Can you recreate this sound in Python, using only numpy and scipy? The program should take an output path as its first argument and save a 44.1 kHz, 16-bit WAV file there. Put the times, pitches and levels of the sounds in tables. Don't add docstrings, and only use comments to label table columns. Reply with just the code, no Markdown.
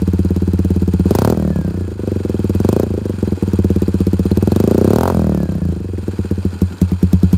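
import sys
import numpy as np
from scipy import signal
from scipy.fft import rfft, irfft
from scipy.io import wavfile
from scipy.ndimage import uniform_filter1d, minimum_filter1d

SR = 44100
rng = np.random.default_rng(int(sys.argv[2]) if len(sys.argv) > 2 else 0)


def rack_gain(trim_db):
    fader = np.asarray(trim_db, float)
    return 10 ** (fader / 20)


def put_to_file(sound):
    columns = np.atleast_2d(sound).T
    safe = np.clip(columns, -1, 1)
    whole_steps = np.round(safe * 32767)
    wavfile.write(sys.argv[1], SR, whole_steps.astype(np.int16))


N = 325017
TIME_S = np.arange(N) / SR


def rms_one(x):
    return x / np.sqrt(np.mean(x ** 2) + 1e-20)


def coloured(spectrum):
    hz, db = np.transpose(spectrum)
    bins = np.arange(1, N // 2 + 2) * SR / N
    gain = rack_gain(np.interp(np.log(bins), np.log(hz), db))
    return rms_one(irfft(rfft(rng.standard_normal(N)) * gain, N))


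def drift(rate_hz):
    low = signal.butter(2, rate_hz, fs=SR, output="sos")
    return rms_one(signal.sosfilt(low, rng.standard_normal(N + SR))[SR:])


def resonance(x, hz, width_hz):
    r = np.exp(-np.pi * width_hz / SR)
    poles = [1, -2 * r * np.cos(2 * np.pi * hz / SR), r * r]
    return signal.lfilter([(1 - r * r) / 2, 0, (r * r - 1) / 2], poles, x)


def add(out, start_s, hz, t60_s, gain):
    first = max(int(np.ceil(start_s * SR)), 0)
    age = np.arange(first, min(N, first + int(t60_s * SR))) / SR - start_s
    envelope = gain * rack_gain(-60 * age / t60_s) * (1 - np.exp(-9.0 * hz * age))
    out[first:first + len(age)] += envelope * np.sin(2 * np.pi * hz * age)


# (time [s], firing rate [1/s])
SPEED = [(0, 17.352), (.6555, 17.629), (1.0615, 16.628), (1.3095, 41.967), (1.5905, 34.211),
         (1.9935, 25.025), (2.5515, 18.098), (2.7875, 29.745), (3.3995, 18.793), (4.0575, 15.57),
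         (4.3515, 17.098), (4.6245, 26.562), (4.8515, 31.493), (5.0575, 45.075), (5.8665, 22.747),
         (6.5335, 11.848), (6.8165, 9.158), (7.37, 10.397)]


def cycles():
    start_cycle = .6554
    return start_cycle + np.cumsum(np.interp(TIME_S, *np.transpose(SPEED))) / SR


# (time [s], level [dB])
CHARGE = [(.75, -3.5), (1.1, -0.5), (1.39, -1.5), (1.62, -2.5), (1.93, -17.5), (2.07, -11.5), (2.5, -6),
          (2.68, -1.5), (2.98, -14), (3.16, -7), (3.3, -3.5), (4.95, -.5), (5.11, -4.5), (5.15, 1),
          (5.68, -5), (5.9, -18), (6.1, -8), (6.85, 1.2)]
# (time [s], blowdown sharpness [dB])
BLOWDOWN = [(1.04, -11.5), (1.13, 3.5), (1.32, 0), (1.36, -6), (1.6, -11.5), (1.97, -17.5), (2.05, -9.5),
            (2.56, -9.5), (2.66, -2), (2.82, -2.5), (2.89, -12.5), (3.23, -7.5), (4.2, -10), (4.74, 1),
            (5.1, 1), (5.14, -3.5), (5.9, -19.5), (6.1, -10.5)]
# (time [s], volume change [dB], sharpness change [dB])
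MISFIRES = [(1.3491, -5.5, -6), (1.529, -8, -8), (1.6143, -12, -1.5), (1.6483, 0, -1), (1.709, -5, -1.5),
            (1.8431, -3, -6.5), (1.9562, -4, -9), (2.204, -4.5, -6.5), (2.7988, -0.5, -1),
            (2.867, -1.5, -4), (2.905, 5.5, 0), (3.0152, -.5, -10), (3.1382, -5, -11.5), (3.1827, -6, -12),
            (3.2287, 1, 1), (3.276, -3, -3), (3.375, -43, -10), (3.4782, -4.5, -4.5), (5.1234, -2, -7),
            (5.4567, -11, -5), (5.5219, -7, -1.5), (5.5827, -7, -3), (5.7249, -6, 1.5), (6.0295, -4, -16),
            (6.1343, -10.5, -12), (6.2483, -6.5, -8), (6.3792, -4.5, -9.5), (6.5304, -14, -24),
            (6.7099, -17, -20), (6.9192, -5.5, -4.5)]


def firings():
    cycle = cycles()
    s = np.interp(np.arange(1, int(cycle[-1]) + 1), cycle, TIME_S)
    volume = np.interp(s, *np.transpose(CHARGE))
    sharpness = np.interp(s, *np.transpose(BLOWDOWN))
    rows = np.c_[s, volume, sharpness]
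    burn_scatter_db = .7
    rows[:, 1:] += burn_scatter_db * rng.normal(0, 1, (len(s), 2))
    for at, volume_db, sharp_db in MISFIRES:
        nearest = np.argmin(abs(s - at))
        rows[nearest] += at - s[nearest], volume_db, sharp_db
    return rows


# (opens [s], starts to shut [s], first opening [0-1], last opening [0-1])
TWISTS = [
    (1.07, 1.27, .95, .75),
    (2.51, 2.81, .5, .4),
    (4.27, 4.6, .35, .4),
    (4.82, 5.08, .3, .8),
]
IDLE_RATE, REV_SPAN = 17.5, 25
IDLE_CHARGE_DB, IDLE_BLOWDOWN_DB = -4, -10
TWIST_RISE_S, TWIST_FALL_S = .09, .09


def by_law(law, s):
    revs = (np.interp(s, *np.transpose(SPEED)) - IDLE_RATE) / REV_SPAN
    charge = (np.interp(s, *np.transpose(CHARGE)) - IDLE_CHARGE_DB) / 10
    blowdown = (np.interp(s, *np.transpose(BLOWDOWN)) - IDLE_BLOWDOWN_DB) / 10
    overrun = revs * (charge - blowdown)
    throttle = 0
    for opens, shuts, first, last in TWISTS:
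        corners = [opens, opens + TWIST_RISE_S, shuts, shuts + TWIST_FALL_S]
        throttle = throttle + np.interp(s, corners, [0, first, last, 0], left=0, right=0)
    return np.dot(law, [1 + 0 * revs, revs, charge, blowdown, overrun, throttle])


# (frequency [Hz], t60 [s])
BOOM = (92.2, 0.21)
BARK = (205.2, 0.073)
# (frequency [Hz], level [dB], t60 [s], lead [ms], sign)
UPPER = [(287, 1, .044, 1.3, -1), (378, -4, .064, 1.5, 1), (478, -8, .048, 1.0, 1),
         (575, -19, .045, 1.3, 1)]
# (frequency [Hz], level [dB], t60 [s])
SHOCK = [(900, -15, .009), (1600, -25, .007)]
# (time [s], bark level [dB], upper mode level [dB])
AFTERPOPS = [
    (6.555, -19, -26),
    (6.739, -22.5, -26.5),
]
BOOM_SHARE_DB = (-4, -5, -5, -1.7, -3, 4.5)
FRONT_SHARE_DB = (-4, 9.5, 7.5, -0.5, 26.5, 13)
STEEP_DB = (-14, 10.5, -1, -3.5, -2, 25.5)
RETURN_DB = (-7.5, -5, 2, -4, -13, -1.5)
HEAT = (0.94, -0.033, -0.108, 0.13, -0.067, 0.03)
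RING = (0.96, -0.51, 0.15, -0.25, -0.32, -0.33)
BOOM_LAG_MS = (4, 2.5, 4, -6, -1.5, 1)
BARK_LAG_MS = (0.67, 0.96, 0.37, -0.52, 0.45, 0.58)
FRONT_HZ = (479, -79, 59, 80, -200, 42)
RETURN_S, RETURN_HZ, RETURN_T60_S = 0.007184, 484.5, 0.021
MODE_SCATTER_DB, MODE_SCATTER = 1.3, .02


def exhaust(fired):
    out = np.zeros(N)
    add(out, -.0338, BOOM[0], BOOM[1], -rack_gain(-8))
    pops = list(fired) + list(AFTERPOPS)
    for (s, bark_db, upper_db), chance in zip(pops, rng.normal(0, 1, (len(pops), 6))):
        heat = by_law(HEAT, s)
        ring = max(by_law(RING, s), .2)
        front_hz = by_law(FRONT_HZ, s)
        slow = np.interp(s, [6.3, 6.6], [1, .7])

        boom_s = s + (by_law(BOOM_LAG_MS, s) + 0.067) / 1000
        boom_db = bark_db + by_law(BOOM_SHARE_DB, s)
        add(out, boom_s, BOOM[0] * heat ** 0.35, BOOM[1] * ring ** 0.73, -rack_gain(boom_db))
        bark_s = s + (by_law(BARK_LAG_MS, s) + 0.11) / 1000
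        add(out, bark_s, BARK[0] * heat, BARK[1] * ring, rack_gain(bark_db))

        front_db = upper_db + by_law(FRONT_SHARE_DB, s)
        add(out, s - 0.26 / front_hz / slow, front_hz * slow, 3.65 / front_hz / slow, -rack_gain(front_db - 7.5))
        return_gain = slow ** 3.0 * rack_gain(upper_db + by_law(RETURN_DB, s))
        add(out, s + RETURN_S / heat, RETURN_HZ * heat, RETURN_T60_S * ring, return_gain)

        for (hz, db, t60_s, lead_ms, sign), c in zip(UPPER, chance):
            start_s = s - lead_ms / 1000 / slow ** 0.45
            mode_db = upper_db + db / slow ** 1.3 + MODE_SCATTER_DB * c
            add(out, start_s, hz * heat * (1 + MODE_SCATTER * c), t60_s * ring, sign * rack_gain(mode_db))
        steep_db = by_law(STEEP_DB, s)
        for (hz, db, t60_s), c in zip(SHOCK, chance[4:]):
            add(out, s - .75 / hz, hz * (1 + .02 * c), t60_s, rack_gain(upper_db + steep_db + db + 1.2 * c))
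    return signal.sosfilt(signal.butter(4, 1800, fs=SR, output="sos"), out)


# (frequency [Hz], level [dB per Hz])
SPIT = [(600, 18), (1500, -1.5), (2200, -3), (4200, 1), (6000, 1), (9500, -2.5), (13000, 1), (15800, 0)]
SPIT_SHARE_DB = (-22, -7.5, 7, -11.5, -9, 9)


def spit(fired):
    s, _, sharp_db = np.transpose(fired)
    db = 1.594 * sharp_db + by_law(SPIT_SHARE_DB, s)
    gains = rack_gain(db + 7.5 + rng.normal(0, 1.8, len(s)))
    burst = np.zeros(N)
    for at, gain, period in zip(s - .0018, gains, np.gradient(s)):
        first = max(int((at - .03) * SR), 0)
        age = np.arange(first, min(N, first + SR // 8)) / SR - at
        hiss = 0.27 * np.exp(np.minimum(age, 0) / (0.38 * period ** 2))
        fade = rack_gain(-60 * age / 0.027) + rack_gain(-10 - 60 * age / 0.028)
        burst[first:first + len(age)] += gain * np.where(age < 0, hiss, fade)
    return uniform_filter1d(burst, size=20) * coloured(SPIT)


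def wall_echo(pipe):
    late = np.r_[np.zeros(int(.017 * SR)), pipe][:N]
    return rack_gain(-30.0) * signal.lfilter([.2], [1, -.8], late)


# (frequency [Hz], level [dB per Hz])
RUSH = [(300, -10.5), (450, -10.5), (725, -25), (935, -19.5), (1100, -25.5), (1620, -22), (1970, -34),
        (2580, -26.5), (2860, -35), (4610, -31.5), (5850, -36.5), (8890, -37), (13000, -46), (15900, -49)]


def intake_rush(cycle):
    breathing = rack_gain(2.0 * np.cos(2 * np.pi * (cycle - .9)) + 2.0 * drift(40))
    return rack_gain(7.5) * breathing * coloured(RUSH)


# (share of the cycle [1], length as share [1], frequency [Hz], width [Hz], level [dB])
STROKES = [(.77, .09, 1150, 900, 0), (.885, .022, 1550, 500, 7), (.70, .025, 4400, 900, 1)]


def strokes(cycle):
    out = 0
    for share, length, hz, width_hz, db in STROKES:
        luck = rng.normal(0, 2.5, int(cycle[-1]) + 1)[cycle.astype(int)]
        swell = np.exp(-((cycle % 1 - share) / length) ** 2)
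        out = out + rack_gain(db + luck) * swell * rms_one(resonance(rng.standard_normal(N), hz, width_hz))
    return out


# (share of the cycle [1], level [dB])
VALVES = [(.08, 1.5), (0.361, -5), (.55, -4), (.86, -15)]
# (frequency [Hz], width [Hz], level [dB])
CASES = [(893, 270, 10), (1427, 63, 4.5), (2527, 146, 2), (3190, 200, 0), (4087, 55, -0.5),
         (4650, 140, -0.5), (6830, 130, -2), (7420, 70, -3), (8876, 63, 0), (11900, 400, -13),
         (13100, 500, -7.5)]


def clatter(cycle):
    chain = rng.random(N) < 2500 / SR
    contacts = rack_gain(-17.0) * chain * rack_gain(2.95 * np.minimum(rng.exponential(1, N), 4))
    for share, db in VALVES:
        angle = (cycle - share) % 1
        luck = rng.normal(0, 3.2, int(cycle[-1]) + 2)[np.floor(cycle - share).astype(int)]
        contacts = contacts + rack_gain(db + luck - 17.0) * np.exp(-angle / 0.15)
    out = 0
    for hz, width_hz, db in CASES:
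        scuff = contacts * rng.normal(0, 1, N)
        out = out + rack_gain(db) * rms_one(resonance(scuff, hz, width_hz))
    return rack_gain(1.5) * rms_one(out)


# (multiple of firing rate [1], level [dB])
GEARS = [(48.2, -44), (38.5, -51), (58.5, -54)]
MESH_DB = (0, 0, 0, -6, 0, -12)


def gears(cycle):
    rate = uniform_filter1d(uniform_filter1d(np.gradient(cycle), size=2500), size=2500)
    tones = 0
    for teeth, db in GEARS:
        tones = tones + rack_gain(db + 1.1 * drift(37.5)) * np.sin(2 * np.pi * teeth * np.cumsum(rate))
    tones = signal.sosfilt(signal.butter(8, 1880, fs=SR, output="sos"), tones)
    cover_hz, cover_width_hz = 1710, 290
    covered = resonance(resonance(tones, cover_hz, cover_width_hz), cover_hz, cover_width_hz)
    return rack_gain(by_law(MESH_DB, TIME_S)) * covered


# (time [s], level [dB])
PINGS = [
    (4.068, -35),
    (4.317, -25),
    (4.518, -24.5),
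    (4.961, -29),
]


def accents():
    out = np.zeros(N)
    for s, db in PINGS:
        add(out, s, 4200, 0.019, rack_gain(db))
    return out


RUSH_DB = (-47, -1.85, 0.4, 4.5, -1, -0.5)


def scene():
    cycle = cycles()
    fired = firings()
    pipe = exhaust(fired) + spit(fired)
    running = intake_rush(cycle) + strokes(cycle) + clatter(cycle)
    engine = rack_gain(by_law(RUSH_DB, TIME_S)) * running + gears(cycle) + accents()
    return (pipe + wall_echo(pipe) + engine)[None]


def low_pass(x):
    return signal.sosfilt(signal.butter(12, 16500, fs=SR, output="sos"), x)


def record(dry):
    x = signal.sosfilt(signal.butter(2, 55, "high", fs=SR, output="sos"), dry)
    x = signal.sosfilt(signal.butter(2, 28, "high", fs=SR, output="sos"), x)
    x = signal.sosfilt(signal.cheby2(12, 60, 16500, fs=SR, output="sos"), x)
    room_left = minimum_filter1d(.99 / np.maximum(np.abs(x), .99), size=161)
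    mix = x * uniform_filter1d(room_left, size=161)
    return low_pass(mix)


dry = scene()
out = record(dry)
put_to_file(out)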